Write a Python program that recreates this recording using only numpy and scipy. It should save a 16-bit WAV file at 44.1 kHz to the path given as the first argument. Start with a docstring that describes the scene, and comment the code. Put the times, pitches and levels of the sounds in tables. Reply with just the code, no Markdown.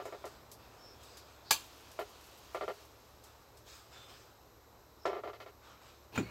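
"""Lighting a match at the table

Close up in a small room, a cloth-covered table creaks in single dull slips under leaning arms.
Fingers rub the cloth, with tiny ticks and faint squeaks. One sharp snap, then the match flares
with a hiss and a fine sputter and sinks to a quiet burn. At the end something scuffs and is
bumped: a clack, a thud, a short metallic ring. Still air, hiss and a weak hum lie underneath."""
import sys
import numpy as np
from scipy import signal
from scipy.fft import rfft, irfft
from scipy.io import wavfile
from scipy.ndimage import uniform_filter1d

SR = 44100
rng = np.random.default_rng(int(sys.argv[2]) if len(sys.argv) > 2 else 0)


def dump_mix(stems):
    """Bounce the given channels to the path in sys.argv[1] as a 16-bit WAV at rate SR."""
    frames = np.atleast_2d(stems).T  # one column per channel
    limited = np.clip(frames, -1, 1)  # hard clip at full scale
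    pcm = np.round(limited * 32767).astype(np.int16)
    wavfile.write(sys.argv[1], SR, pcm)


N = 277830
TIME = np.arange(N) / SR
AGE = TIME[:16384]  # seconds into a one-shot
HZ = np.fft.rfftfreq(len(AGE), 1 / SR)
ROOM_T60 = 0.42

# tone of the snap: (frequency [Hz], gain [dB])
SNAP_EQ = [(60, -16), (200, -16.5), (350, -8), (600, -9.5), (900, -5.5), (1400, -8), (2000, -13),
           (2500, -2.5), (5000, -3.5), (5600, -12.5), (7300, -1.5), (8800, -11.5), (11200, -10.5),
           (12500, -8), (15700, -11.5)]
# its short resonances: (frequency [Hz], width [Hz], gain [dB])
SNAP_PEAKS = [(897, 160, -3), (1142, 90, 1.5), (1669, 37.7, 5.5), (2370, 50, 1), (2800, 31, -9),
              (2940, 140, -12), (3800, 110, -4), (4450, 130, 2), (4860, 30, 5), (6090, 190, 3)]
# what rings on after it: (frequency [Hz], level [dB], t60 [s])
SNAP_MODES = [(2400, -40, 0.2), (2751, -45, 0.3), (3180, -49.5, .45), (3520, -46, 0.17), (4880, -39, .11)]
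# hiss of the flame: (frequency [Hz], gain [dB])
FLAME_EQ = [(300, -9), (1200, 7), (1900, -0.5), (2700, 4), (5000, 2.5), (7800, -4), (9300, -10),
            (13000, -12.5), (15700, -13)]

# stick-slip knocks of the table: (time [s], level [dB], tilt [dB/octave])
TABLE_SLIPS = [(-.011, -42, 0.5), (0.0546, -43, -0.5), (.124, -44.5, -0.5), (0.2412, -43, -0.5),
               (1.9899, -36.5, 1.5), (2.5465, -37, 1.5), (2.6099, -37.5, 0), (2.679, -37, 0.5),
               (5.054, -31.5, 0), (5.096, -39, 0.5), (5.1301, -40, -0.5), (5.167, -42.5, -0.5),
               (5.236, -42, 0), (5.2746, -42.5, 0.5), (5.332, -51, 4), (5.402, -49.5, 5.5),
               (5.462, -50.5, 3)]
# broad tone of its wood: (frequency [Hz], gain [dB])
WOOD_EQ = [(100, -45), (240, -21), (350, -7.5), (800, -13.5), (1350, -15), (1550, -24), (2400, -25),
           (4500, -32), (6500, -46), (9000, -60), (16000, -60)]
# its resonances: (frequency [Hz], width [Hz], gain [dB])
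WOOD_PEAKS = [(411, 45.6, 2), (515.8, 11.8, 3), (585, 3.7, -13), (640, 93, -0.5), (716.5, 56, -3),
              (781, 8.7, -14), (952, 65, -10.5), (1016, 14, -4), (1185, 17, -0.5), (1373, 21, -2.5),
              (1733, 35, -15.5), (1860, 74, -14), (2070, 20, -11.5), (2215, 36, -13), (2545, 40, -17.5),
              (3070, 33, -19), (3260, 51, -28)]

# scuffs before and after the bump: (start [s], length [s], level [dB])
SCUFF_STROKES = [(6.111, 0.072, -41), (6.233, .07, -55)]
# their tone: (frequency [Hz], gain [dB])
SCUFF_EQ = [(150, 5), (500, 3.5), (900, 5.5), (1800, -1.5), (2500, 4), (3500, -7.5), (4500, -3.5),
            (5400, -11), (6800, -10), (9500, -20), (15500, -20)]
# hard attack of the bump: (frequency [Hz], gain [dB])
CLACK_EQ = [(150, -13), (400, 7.5), (900, -1), (1500, 4), (2500, -5), (3600, -2.5), (5200, -29),
            (7000, -3.5), (9500, -29), (15500, -39)]
# its low weight: (frequency [Hz], gain [dB])
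THUD_EQ = [(30, -36), (48, -29), (68, 0), (120, -7), (200, 5.5), (370, 2.5), (520, -8), (1000, -21),
           (3000, -50)]
# ring of the bumped object: (frequency [Hz], level [dB], t60 [s])
BUMP_MODES = [(116, -36, 0.34), (188, -37, 0.29), (261, -36, 0.17), (368, -43, .18), (1374, -42, 0.15),
              (1950, -50, 0.18), (2344, -31.5, 0.048), (2450, -35.5, 0.1), (5800, -59, 0.19),
              (7050, -42, 0.11)]

# fingers and forearms on the cloth: (start [s], length [s], level [dB], tilt [dB/octave])
RUB_STROKES = [(-.02, 0.36, -61.5, 0), (0.57, 0.44, -65.5, -0.5), (0.987, 0.21, -63, 1.5),
               (1.243, 0.39, -64.5, -2), (3.233, .04, -61.5, -0.5), (3.642, 0.12, -56, 2.5),
               (3.896, .14, -58.5, -1), (4.066, 0.13, -61, 1), (5.6, 0.12, -58.5, -2.5),
               (5.792, 0.11, -62, -.5)]
# tone of that friction: (frequency [Hz], gain [dB])
RUB_EQ = [(150, -4), (400, 0), (1300, 8.5), (2000, -2), (2900, 0), (3600, 2.5), (5200, -2.5), (8200, -4.5),
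          (9200, -18), (15700, -16)]
# where it sings: (frequency [Hz], width [Hz], gain [dB])
RUB_PEAKS = [(2475, 340, 0.5), (4040, 100, 0), (5040, 510, 1), (7800, 170, -15)]
# ticks of fingers and matchstick: (time [s], level [dB], tilt [dB/octave])
TICK_CUES = [(0.054, -58.5, -6), (0.2542, -57, -6.5), (0.5162, -54.5, -4.5), (1.0342, -61.5, -6),
             (1.1716, -56.5, -7.5), (1.9154, -60.5, -5), (1.994, -58, 4), (2.547, -61.5, -3),
             (3.2384, -60.5, -6.5), (3.5722, -63.5, -7), (5.057, -53.5, -14)]
# tone of the ticks and the flame's pops: (frequency [Hz], gain [dB])
TICK_EQ = [(500, -55), (2500, -15), (4500, -2.5), (7800, 1), (9500, -4), (12500, 3), (16000, -6.5)]
# faint squeaks: (start [s], length [s], pitch [Hz], level [dB], width [Hz])
SQUEAKS = [(0.749, 0.26, 5370, -64, 300), (1.022, 0.28, 4850, -68, 700), (1.423, 0.2, 4500, -58, 1010),
           (3.894, 0.24, 3540, -64, 71), (4.958, 0.23, 5350, -67.5, 450), (6.19, 0.12, 4400, -67.5, 200),
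           (6.218, 0.11, 2200, -62.5, 80), (6.275, 0.13, 2560, -61, 150)]

# still air of the room: (frequency [Hz], gain [dB])
AIR_EQ = [(20, -17), (36, -3), (54, 15), (85, -7.5), (112, 4.5), (165, -7.5), (400, 0.5), (1150, -4),
          (1800, -13), (3000, -18.5), (8000, -28.5)]
# its fader curve: (time [s], level [dB])
AIR_FADER = [(0, -58), (2.6, -60.5), (3.05, -61), (6.3, -61.5)]
# microphone hiss: (frequency [Hz], gain [dB])
MIC_EQ = [(500, -10), (3000, -7.5), (5200, 6.5), (8100, 1.5), (9000, -15), (15700, -10.5)]
# humps in that hiss: (frequency [Hz], width [Hz], gain [dB])
MIC_PEAKS = [(3950, 450, 9), (11980, 470, 8), (12950, 790, 6.5)]
# low hum in the room: (frequency [Hz], level before trim [dB])
HUM_TONES = [(70.0, -71.5), (107.7, -73.5)]


def snap():
    """A hard snap and a duller second catch 3 ms later; a few mid-treble partials ring on."""
    out = np.zeros(N)
    body = colour(SNAP_EQ, HZ)
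    peaks = colour(SNAP_EQ, HZ, SNAP_PEAKS) / body
    first = scatter(hold=0.003, fall=0.095, tail_db=-21, t60=0.3, peaks=peaks)
    catch = scatter(hold=0.0008, fall=0.055, tail_db=-16.5, t60=0.33, peaks=peaks)
    add(out, 1.5078, amp(-26.5) * strike(first, body))
    add(out, 1.5106, amp(-27.5) * strike(catch, body * tilt(-3, pivot_hz=5500)))
    add(out, 1.5106, ring(SNAP_MODES))
    return out


def flame():
    """The match head flares with an even hiss and a fine sputter; the stick then burns ever quieter."""
    pops_per_s, spread_db = 40, 14
    hiss = noise(FLAME_EQ, patchy_db=1.2)
    pops = (rng.random(N) < pops_per_s / SR) * amp(-spread_db * rng.random(N))
    pop_echoes = scatter(hold=0.00099, fall=0.085, tail_db=-18, t60=0.23)
    sputter = signal.fftconvolve(pops, strike(pop_echoes, colour(TICK_EQ, HZ)))[:N]
    ignition = dict(start=1.54, length=1.29, rise=0.07)
    flare = amp(-62) * stroke(**ignition, fall=0.033)
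    burn = amp(-66) * stroke(**ignition, fall=0.83)
    return np.hypot(flare, burn) * unit(hiss + amp(-11) * unit(sputter))


def table_creaks():
    """Each slip of the joint sounds the same wood by nearly the same paths; sharper slips are brighter."""
    out = np.zeros(N)
    wood = colour(WOOD_EQ, HZ)
    peaks = colour(WOOD_EQ, HZ, WOOD_PEAKS) / wood
    shared, *variations = [scatter(hold=0.0247, fall=0.0612, tail_db=-14, t60=ROOM_T60, peaks=peaks)
                           for _ in range(len(TABLE_SLIPS) + 1)]
    shared[0] += amp(14.5)  # the direct path leads the echoes
    for (start, db, slope), variation in zip(TABLE_SLIPS, variations):
        echoes = shared + amp(-3.5) * variation
        add(out, start, amp(db) * strike(echoes, wood * tilt(slope, pivot_hz=680)))
    return out


def bump():
    """Grainy scuffs surround a light touch, then a clack with a low thud and a brief ring of metal."""
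    grains = amp(2 * unit(uniform_filter1d(rng.standard_normal(N), size=120)))
    sliding = sum(amp(db) * stroke(start, length, rise=0.076, fall=0.037)
                  for start, length, db in SCUFF_STROKES)
    out = sliding * unit(noise(SCUFF_EQ, patchy_db=2.5) * grains)
    touch_s, hit_s = 6.157, 6.1768
    for start, db in [(touch_s, -51), (hit_s, -39)]:
        clack = scatter(hold=0.0024, fall=0.013, tail_db=-7, t60=0.16)
        add(out, start, amp(db) * strike(clack, colour(CLACK_EQ, HZ)))
    thud = scatter(hold=0.0021, fall=0.15, tail_db=-39, t60=0.25)
    add(out, hit_s, amp(-34) * strike(thud, colour(THUD_EQ, HZ)))
    add(out, 6.1775, ring(BUMP_MODES))
    return out


def cloth_rubs():
    """Skin slides over cloth: one patchy friction noise, duller or brighter from stroke to stroke."""
    friction = noise(RUB_EQ, patchy_db=2.2, peaks=RUB_PEAKS)
    octaves = np.log2(np.maximum(np.fft.rfftfreq(SR, 1 / SR), 500))  # flat below 500 Hz
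    out = np.zeros(N)
    for start, length, db, slope in RUB_STROKES:
        piece = np.roll(friction, -round(start * SR))[:SR]
        tilted = unit(irfft(rfft(piece) * amp(slope * octaves)))
        placed = np.zeros(N)
        add(placed, start, tilted)
        out += amp(db) * placed * stroke(start, length, rise=0.048, fall=0.093)
    return out


def finger_ticks():
    """Fingers and matchstick make tiny clicks, each with its own spray of echoes."""
    out = np.zeros(N)
    for start, db, slope in TICK_CUES:
        echoes = scatter(hold=0.0056, fall=0.1, tail_db=-36, t60=ROOM_T60)
        echoes[0] += 6  # the direct click
        body = colour(TICK_EQ, HZ) * tilt(slope, pivot_hz=3020)
        add(out, start, amp(db) * strike(echoes, body))
    return out


def squeaks():
    """Narrow bands of noise swell and fade as faint squeaks, from thin tones to rasps."""
    out = np.zeros(N)
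    for start, length, hz, db, width in SQUEAKS:
        count = int(length * SR)
        pole = np.exp(-np.pi * width / SR)
        white = rng.standard_normal(SR) + 1j * rng.standard_normal(SR)
        flutter = signal.lfilter([1], np.poly([pole, pole]), white)[SR // 4:][:count]
        tone = (flutter * np.exp(2j * np.pi * hz * TIME[:count])).real
        add(out, start, amp(db) * unit(tone * signal.windows.hann(count)))
    return out


def room_tone():
    """The bed: still air, microphone hiss and a weak hum."""
    hum_trim_db = 1
    hum = sum(amp(db) * unit(np.sin(2 * np.pi * (hz * TIME + rng.random()))) for hz, db in HUM_TONES)
    fader = amp(np.interp(TIME, *np.transpose(AIR_FADER)))
    air = noise(AIR_EQ, patchy_db=0.7)
    hiss = noise(MIC_EQ, patchy_db=0.3, peaks=MIC_PEAKS)
    return fader * air + amp(-70.5) * hiss + amp(hum_trim_db) * hum


def scatter(hold, fall, tail_db, t60, peaks=1):
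    """A click off nearby surfaces: early echoes hold, drop 60 dB in `fall` seconds, leave a room tail."""
    shape = amp(-60 * np.maximum(AGE - hold, 0) / fall)
    echoes, tail = rng.standard_normal((2, len(AGE)))
    for _ in range(4):  # steer the early echoes toward the given peaks and no others
        power = uniform_filter1d(abs(rfft(echoes * shape)) ** 2, size=7)
        echoes = irfft(rfft(echoes) * peaks / np.sqrt(abs(power) + 1e-12))
    early = unit(echoes * shape) * np.sqrt(np.mean(shape ** 2))
    tail = unit(irfft(rfft(tail) * np.sqrt(peaks)))
    return early + tail * amp(tail_db - 60 * AGE / t60)


def strike(echoes, gain):
    """Rings the echoes through a minimum-phase body; rms 1 over the first 25 ms."""
    log_gain = np.log(np.maximum(gain, 1e-5))
    mirrored = np.r_[log_gain, log_gain[-2:0:-1]]
    body = np.exp(np.conj(signal.hilbert(mirrored)))
    impulse = irfft(body[:len(HZ)])[:len(AGE) // 2]
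    sound = signal.fftconvolve(echoes, impulse)
    return sound / np.sqrt(np.mean(sound[:SR // 40] ** 2))


def ring(modes):
    """Sine partials, each dying away at its own rate."""
    return sum(amp(db - 60 * AGE / t60) * np.sin(2 * np.pi * hz * AGE) for hz, db, t60 in modes)


def noise(eq, patchy_db, peaks=()):
    """Coloured noise whose level drifts in small patches of time and frequency."""
    hz = np.fft.rfftfreq(2048, 1 / SR)
    real, imag, patches = rng.standard_normal((3, N // 512 + 6, len(hz)))
    patches = uniform_filter1d(patches, size=7, axis=0)
    patches = unit(uniform_filter1d(patches, size=24, axis=1))
    frames = (real + 1j * imag) * colour(eq, hz, peaks) * amp(patchy_db * patches)
    return unit(signal.istft(frames.T, nperseg=2048, noverlap=1536)[1][:N])


def stroke(start, length, rise, fall):
    """Envelope that swells, holds to the end of its length, then dies away; times in seconds."""
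    age = TIME - start
    attack = np.sin(np.pi / 2 * np.clip(age / rise, 0, 1)) ** 2
    return attack * np.exp(-np.maximum(age - length, 0) / fall)


def colour(eq, hz, peaks=()):
    """Gain by frequency: a smooth EQ curve with resonant peaks on top."""
    eq_hz, eq_db = np.transpose(eq)
    power = amp(np.interp(np.log(hz + 1), np.log(eq_hz), eq_db)) ** 2
    for centre, width, db in peaks:
        power += amp(db) ** 2 / (1 + 2 * ((hz - centre) / width) ** 2) ** 2
    return np.sqrt(power)


def tilt(db_per_octave, pivot_hz):
    """Brightens or dulls the spectrum above a pivot."""
    return amp(db_per_octave * np.log2(np.maximum(HZ / pivot_hz, 1)))


def add(mix, start, sound):
    """Mixes a sound in at `start` seconds."""
    at = round(start * SR)
    sound = sound[max(-at, 0):]
    part = mix[max(at, 0):][:len(sound)]
    part += sound[:len(part)]


def amp(db):
    """Decibels to gain."""
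    return 10 ** (np.asarray(db) / 20)


def unit(x):
    """Scales to rms 1."""
    return x / np.sqrt(np.mean(x ** 2) + 1e-20)


def scene():
    """All layers in mono, panned centre."""
    mono = (room_tone() + flame() + cloth_rubs() + squeaks() + finger_ticks()
            + table_creaks() + snap() + bump())
    return np.array([mono, mono])


def record(dry):
    """A low cut at 44 Hz and a steep high cut at 15.85 kHz."""
    low_cut = signal.butter(4, 44, "highpass", fs=SR, output="sos")
    high_cut = signal.firwin(511, 15850, window=("kaiser", 9), fs=SR)
    return signal.oaconvolve(signal.sosfilt(low_cut, dry), high_cut[None], "same")


dry = scene()
out = record(dry)
dump_mix(out)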